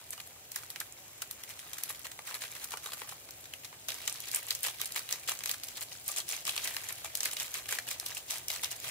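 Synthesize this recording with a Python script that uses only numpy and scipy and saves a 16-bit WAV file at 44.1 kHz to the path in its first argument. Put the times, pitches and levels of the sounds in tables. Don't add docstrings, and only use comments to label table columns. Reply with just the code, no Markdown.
import sys
import numpy as np
from scipy import signal
from scipy.fft import rfft, irfft, next_fast_len
from scipy.io import wavfile

SR = 44100
rng = np.random.default_rng(int(sys.argv[2]) if len(sys.argv) > 2 else 0)


def store_pcm(level_fs):
    pcm = np.round(np.clip(level_fs, -1, 1) * 32767).astype(np.int16)
    wavfile.write(sys.argv[1], SR, np.atleast_2d(pcm).T)


N = 392490

# time in seconds, level in dB before gain, tilt in dB per octave.
SNAP_EVENTS = [(0.1063, -46, 19.5), (0.1785, -31.5, -5.5), (0.201, -27.5, -1), (0.5182, -30, 6.5),
               (0.5599, -23, 6), (0.634, -32.5, -4.5), (0.7027, -28.5, 4.5), (0.76, -24.5, -2),
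               (0.8028, -22.5, 4.5), (0.8142, -29.5, -6.5), (1.2199, -20.5, 0), (1.311, -29.5, 6),
               (1.4365, -26.5, 1.5), (1.592, -27.5, 0.5), (1.733, -25.5, 4), (1.784, -25, 0),
               (1.836, -24.5, 5), (1.901, -32, -7), (1.948, -30, -2.5), (2.068, -28, -2), (2.1164, -30, 0),
               (2.191, -26.5, -5.5), (2.343, -22, 0), (2.356, -32, -6.5), (2.42, -25, -1.5),
               (2.438, -28.5, -1), (2.524, -30.5, -1), (2.553, -30, 0), (2.643, -27.5, 6), (2.708, -31, 5),
               (2.738, -27.5, -11), (2.772, -23, -1.5), (2.861, -22.5, -4), (2.92, -25.5, -3),
               (2.934, -20, -1), (3.018, -24.5, -6), (3.09, -37, -5), (3.123, -38, -10.5), (3.289, -34, -5),
               (3.308, -37.5, 6), (3.456, -32.5, -0.5), (3.537, -25.5, -1), (3.728, -36, -7.5),
               (3.887, -28, -8), (3.904, -24.5, -1), (4.0772, -13, -0.5), (4.097, -28, 5),
               (4.2036, -32, 7.5), (4.238, -32, -3), (4.286, -28, 4.5), (4.315, -27, 5.5),
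               (4.36, -28.5, 12), (4.5073, -15.5, 1.5), (4.5508, -23, 2.5), (4.632, -37, 15),
               (4.639, -34, 11.5), (4.668, -27, -7.5), (4.8153, -17, 1.5), (4.857, -28, 6),
               (4.921, -31.5, 7), (4.974, -29.5, -7.5), (4.993, -23.5, 3), (5.09, -24.5, 1),
               (5.11, -22.5, 1), (5.1261, -16.5, 2.5), (5.283, -28, 0), (5.294, -19, 4), (5.319, -28, -1),
               (5.39, -31.5, 5), (5.407, -28, -2.5), (5.4373, -21.5, 1.5), (5.459, -20, 2.5),
               (5.475, -27, 2), (5.494, -18, 3), (5.5134, -22.5, 6), (5.635, -23, 1), (5.686, -30, 0.5),
               (5.8096, -33.5, 6.5), (6.08, -49.5, 24.5), (6.095, -32.5, -9.5), (6.117, -32, 9),
               (6.163, -24, -1.5), (6.4526, -25.5, 2), (6.4939, -18.5, 1), (6.564, -20.5, -0.5),
               (6.578, -16.5, -1.5), (6.618, -34, 2), (6.6454, -21, 2), (6.656, -28, -2),
               (6.6751, -18.5, -1.5), (6.746, -28, 1), (6.7663, -18, -2), (6.888, -35, 10),
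               (7.045, -39, -13.5), (7.1531, -20, 2.5), (7.173, -30, 5.5), (7.2059, -19, 2),
               (7.232, -20, 0.5), (7.2553, -27.5, 8), (7.314, -26, 0.5), (7.333, -28, -3),
               (7.3683, -20.5, -2.5), (7.4, -19.5, 0.5), (7.541, -24.5, 2.5), (7.658, -29, -1),
               (7.6896, -21.5, -1.5), (7.7253, -16, -2.5), (7.787, -18.5, -2.5), (7.887, -29, 3.5),
               (7.912, -20, 2), (7.9987, -23.5, 2.5), (8.028, -38, -10.5), (8.0631, -19, 0.5),
               (8.17, -24, -3.5), (8.3077, -19, 2), (8.334, -37.5, -10.5), (8.4832, -22, 2),
               (8.502, -18.5, -1.5), (8.6344, -21.5, -2), (8.6443, -18, 0.5)]
# frequency in Hz, relative density in dB per Hz.
FOIL_SPECTRUM = [(250, -26.5), (466, -10.5), (1460, -6), (2100, -1.5), (2950, -0.5), (4200, 0),
                 (5300, -0.5), (6500, 1.5), (11800, -0.5), (15500, -2.5)]
# time in seconds, frequency in Hz.
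TAUT_PATCH = [(0, 2320), (2.35, 2010), (2.5, 2820), (2.72, 1160), (3.9, 3770), (5.4, 2500), (6.1, 5850),
              (6.8, 2240), (7.2, 4100), (7.6, 2390), (8.1, 4640), (8.9, 3200)]
# frequency in Hz, left-right correlation from -1 to 1.
LEFT_RIGHT_LIKENESS = [(60, 0.94), (240, 0.94), (950, 0.34), (3770, -0.49), (9000, -0.63)]


def strokes(rise=0.59, fall=0.51):
    # centre in seconds, length in seconds, level in dB.
    crumples = [(0.13, 0.01, -42.5), (0.568, 0.058, -47), (1.505, 0.013, -39), (1.9, 0.019, -40.5),
                (2.05, 0.01, -35), (2.29, 0.048, -39.5), (2.354, 0.016, -38), (2.43, 0.047, -40.5),
                (2.559, 0.015, -41.5), (2.628, 0.028, -42.5), (2.727, 0.015, -33.5), (2.857, 0.051, -44.5),
                (2.997, 0.049, -45), (3.105, 0.04, -46.5), (3.646, 0.017, -44), (3.889, 0.0094, -32.5),
                (4.279, 0.016, -42.5), (4.354, 0.031, -35), (4.491, 0.026, -41.5), (4.656, 0.041, -32.5),
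                (4.81, 0.039, -41.5), (4.968, 0.019, -33), (5.132, 0.051, -42), (5.296, 0.028, -33.5),
                (5.503, 0.047, -37.5), (5.771, 0.023, -40.5), (5.82, 0.015, -36.5), (5.921, 0.016, -43),
                (6.1, 0.071, -41), (6.18, 0.03, -36), (6.322, 0.071, -37), (6.491, 0.045, -35.5),
                (6.65, 0.015, -37.5), (6.895, 0.017, -38.5), (7.051, 0.013, -36.5), (7.252, 0.034, -31),
                (7.406, 0.042, -37.5), (7.56, 0.032, -34.5), (7.716, 0.047, -35), (7.903, 0.05, -40),
                (8.084, 0.058, -42.5), (8.167, 0.029, -40.5), (8.323, 0.062, -37.5), (8.535, 0.056, -38),
                (8.643, 0.025, -35), (8.716, 0.019, -38), (8.865, 0.051, -38)]
    # time in seconds, level in dB.
    rustle = [(0, -55), (.48, -58), (.6, -53.5), (1.0, -56.5), (1.83, -48), (2.2, -56), (2.6, -49.5),
              (3.5, -57), (3.86, -57), (3.92, -45), (5.55, -50), (6.03, -54.5), (6.44, -55.5), (6.62, -39),
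              (7.1, -51), (7.3, -45.5), (8.25, -55.5), (8.9, -47.5)]
    settle_s, settle_db = 0.01, -22
    brightness_db_per_octave, dulling_db_per_octave = -1.09, 0.5

    settling = [(s + settle_s / 4, settle_s, level_db + settle_db) for s, level_db, _ in SNAP_EVENTS]
    centre_s, length_s, level_db = np.transpose(list(crumples) + settling)
    power = from_db(in_time(rustle)[0]) ** 2
    dulled = np.zeros(N)
    for centre, half, gain in zip(centre_s * SR, length_s * SR / 2, from_db(level_db)):
        at = np.arange(max(0, int(centre - 3 * half)), min(N, int(centre + 3 * half)))
        away = (at - centre) / half
        bell = gain ** 2 * np.exp(-np.where(away < 0, rise * away ** 4, fall * away ** 2))
        power[at] += bell
        dulled[at] += dulling_db_per_octave * np.clip(away, -1, 1) * bell
    return 10 * np.log10(power), brightness_db_per_octave - dulled / power


def snaps(gain_db):
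    step_s, steps_db = 0.001, [-9, 0, -6]
    s, level_db, tilt_db = np.transpose(SNAP_EVENTS)
    step = np.arange(-1, 2)
    s = s[:, None] + step_s * step * rng.uniform(0.6, 1.4, (len(s), 3))
    level_db = level_db[:, None] + gain_db + steps_db
    return (s.ravel() * SR).astype(int), level_db.ravel(), np.repeat(tilt_db, 3)


def crinkle(stroke, per_s, spread_db, clump_db, gain_db, varied_db, fades):
    resting_db = -56.5
    level_db, tilt_db = stroke
    at = np.flatnonzero(rng.random(N) < per_s / SR)
    size_db = spread_db * np.minimum(rng.exponential(1, len(at)), 2.4)
    size_db += clump_db * drift(56, at)
    size_db -= 10 * np.log10(np.mean(from_db(size_db) ** 2) * per_s / SR)
    size_db += fades * np.minimum(level_db[at] - resting_db, 0)
    varied_tilt_db = varied_db * np.clip(rng.standard_normal(len(at)), -1, 2)
    return at, level_db[at] + size_db + gain_db, tilt_db[at] + varied_tilt_db


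def sachet(buckles, uneven_db, shape_db, facing_db, near_db, far_db):
    # frequency in Hz, t60 in seconds.
    kitchen = [(500, 0.15), (14000, 0.17)]
    near_t60_s = 0.006
    at, level_db, tilt_db = joined(buckles)
    out = np.zeros((2, N))
    white = rng.standard_normal((2, 2, N))
    own_hz = in_time(TAUT_PATCH)[0][at] * from_db(tilt_db + 2.5 * rng.standard_normal(len(at)))
    own_hz = np.clip(own_hz, 1100, 8000)
    pops_out = rng.choice([-1, 1], len(at))
    for k, (hz, sos) in enumerate(bands(251.7, count=18)):
        shared = rng.standard_normal(len(at))
        facing = rng.standard_normal((2, len(at)))
        colour_db = at_hz(FOIL_SPECTRUM, hz) + tilt(tilt_db, hz)
        colour_db += uneven_db * shared
        colour_db += shape_db * drift(112, at)
        colour_db += 7 * np.exp(-(np.log2(hz / own_hz) / 0.45) ** 2)

        kicks = np.full((2, N), 1e-18)
        early = np.maximum(at - int(1.2 * SR / hz), 0)
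        kicks[:, early] = from_db(level_db + colour_db + facing_db * facing) * pops_out * (-1) ** k
        power = np.mean(kicks ** 2, axis=0)
        scattered = dying(power, near_db, near_t60_s) + dying(power, far_db, at_hz(kitchen, hz))
        scatter = stereo(white[k % 2], hz) / np.sqrt(2)
        out += sides(hz) * signal.sosfilt(sos, kicks + np.sqrt(scattered) * scatter)
    return out


def ringing(buckles, ring_db, tension_db, t60_cycles):
    patches_hz = [660, 1190, 1600, 1940, 2350, 2900, 3300, 3800, 4200, 6200, 7500, 8900, 11400]
    taut_db, taut_octaves = 1.5, 0.2
    at, level_db, tilt_db = joined(buckles)
    out = np.zeros((2, N))
    taut_hz = in_time(TAUT_PATCH)[0][at]
    for hz in patches_hz:
        r = from_db(-60 * hz / (t60_cycles * SR))
        w = 2 * np.pi * hz / SR
        colour_db = at_hz(FOIL_SPECTRUM, hz) + tilt(tilt_db, hz)
        colour_db += tension_db * np.minimum(drift(18, at), 1.5)
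        colour_db += taut_db * np.exp(-(np.log2(hz / taut_hz) / taut_octaves) ** 2)
        kicks = np.full(N, 1e-18)
        kicks[at] = from_db(level_db + colour_db + ring_db) * rng.standard_normal(len(at))
        rung = signal.lfilter([(1 - r) / 2, 0, (r - 1) / 2], [1, -2 * r * np.cos(w), r * r], kicks)
        out += rung * from_db(rng.normal(0, 2, (2, 1)))
    return out


def stove(patchy_db):
    # frequency in Hz, relative density in dB per Hz.
    spectrum = [(20, -36), (69, -7.5), (124, -3.5), (165, -12.5), (230, -15.5), (305, -11), (460, -13),
                (640, -8.5), (820, -12), (1050, -19), (2900, -14.5), (5200, -18.5), (6900, -12),
                (8800, -16), (15500, -13)]
    # time in seconds, level in dB.
    level = [(0, -53.5), (8.9, -51)]
    out = 0
    white = rng.standard_normal((2, 2, N))
    for k, (hz, sos) in enumerate(bands(24.97, count=28)):
        noise = signal.sosfilt(sos, white[k % 2])
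        gain = from_db(at_hz(spectrum, hz) + patchy_db * drift(6.4, np.arange(N)))
        out = out + gain * sides(hz) * stereo(noise, hz)
    return from_db(in_time(level)[0]) * rms_one(out)


def from_db(db):
    return 10 ** (np.asarray(db) / 20)


def rms_one(x):
    return x / np.sqrt(np.mean(x ** 2) + 1e-20)


def in_time(rows):
    s, *columns = np.transpose(rows)
    return [np.interp(np.arange(N) / SR, s, c) for c in columns]


def at_hz(points, hz):
    table_hz, value = np.transpose(points)
    return np.interp(np.log(hz), np.log(table_hz + 1), value)


def drift(rate_hz, at):
    r = np.exp(-80 * np.pi * rate_hz / SR)
    white = rng.standard_normal(N // 40 + 2002)
    slow = signal.lfilter([1], [1, -2 * r, r * r], white)[2000:]
    return np.interp(at / 40, np.arange(len(slow)), rms_one(slow))


def bands(low_hz, count):
    edges = np.minimum(low_hz * 2 ** (np.arange(count + 1) / 3), 0.45 * SR)
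    return [(np.sqrt(a * b), signal.butter(2, [a, b], "band", fs=SR, output="sos"))
            for a, b in zip(edges, edges[1:])]


def tilt(db_per_octave, hz):
    return db_per_octave * np.log2(np.clip(hz, 900, 11000) / 4000)


def dying(power, share_db, t60_s):
    r = from_db(-60 / (t60_s * SR)) ** 2
    return signal.lfilter([0, from_db(share_db) ** 2 * (1 - r)], [1, -r], power)


def joined(buckles):
    return [np.concatenate(c) for c in zip(*buckles)]


def stereo(noise, hz):
    mid, side = noise
    alike = np.clip(at_hz(LEFT_RIGHT_LIKENESS, hz), -1, 1)
    return np.sqrt(1 + alike) * mid + np.sqrt(1 - alike) * side * [[1], [-1]]


def sides(hz):
    # frequency in Hz, left minus right in dB.
    balance = [(60, -2), (240, -1), (950, -2), (3770, -0.5), (15000, 1.5)]
    return from_db(at_hz(balance, hz) * np.array([[0.5], [-0.5]]))


def delayed(x, lag_s):
    size = next_fast_len(N + 64)
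    cycles_per_sample = np.arange(size // 2 + 1) / size
    turned = rfft(x, size) * np.exp(-2j * np.pi * cycles_per_sample * lag_s * SR)
    return irfft(turned, size)[..., :N]


def scene():
    stroke = strokes()
    ticks = crinkle(stroke, per_s=330, spread_db=4.5, clump_db=2.5, gain_db=-8.0, varied_db=4.0, fades=0.4)
    powder = crinkle(stroke, per_s=3000, spread_db=0.5, clump_db=0.0, gain_db=-8.0, varied_db=1.0, fades=0.038)
    creases = crinkle(stroke, per_s=90, spread_db=0.0, clump_db=0.5, gain_db=-11.5, varied_db=4.0, fades=0.58)
    buckles = [powder, creases, ticks, snaps(gain_db=6.5)]
    foil = sachet(buckles, uneven_db=2.0, shape_db=2.0, facing_db=2.0, near_db=0.0, far_db=-5.0)
    left, right = foil + ringing(buckles[1:], ring_db=10.5, tension_db=6.0, t60_cycles=137.0)
    return np.array([left, delayed(right, lag_s=0.00005)]) + stove(patchy_db=1.2)


def record(dry):
    cutoff_hz = 15800 * 1.012
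    return signal.sosfilt(signal.cheby2(20, 55, cutoff_hz, fs=SR, output="sos"), dry)


dry = scene()
out = record(dry)
store_pcm(out)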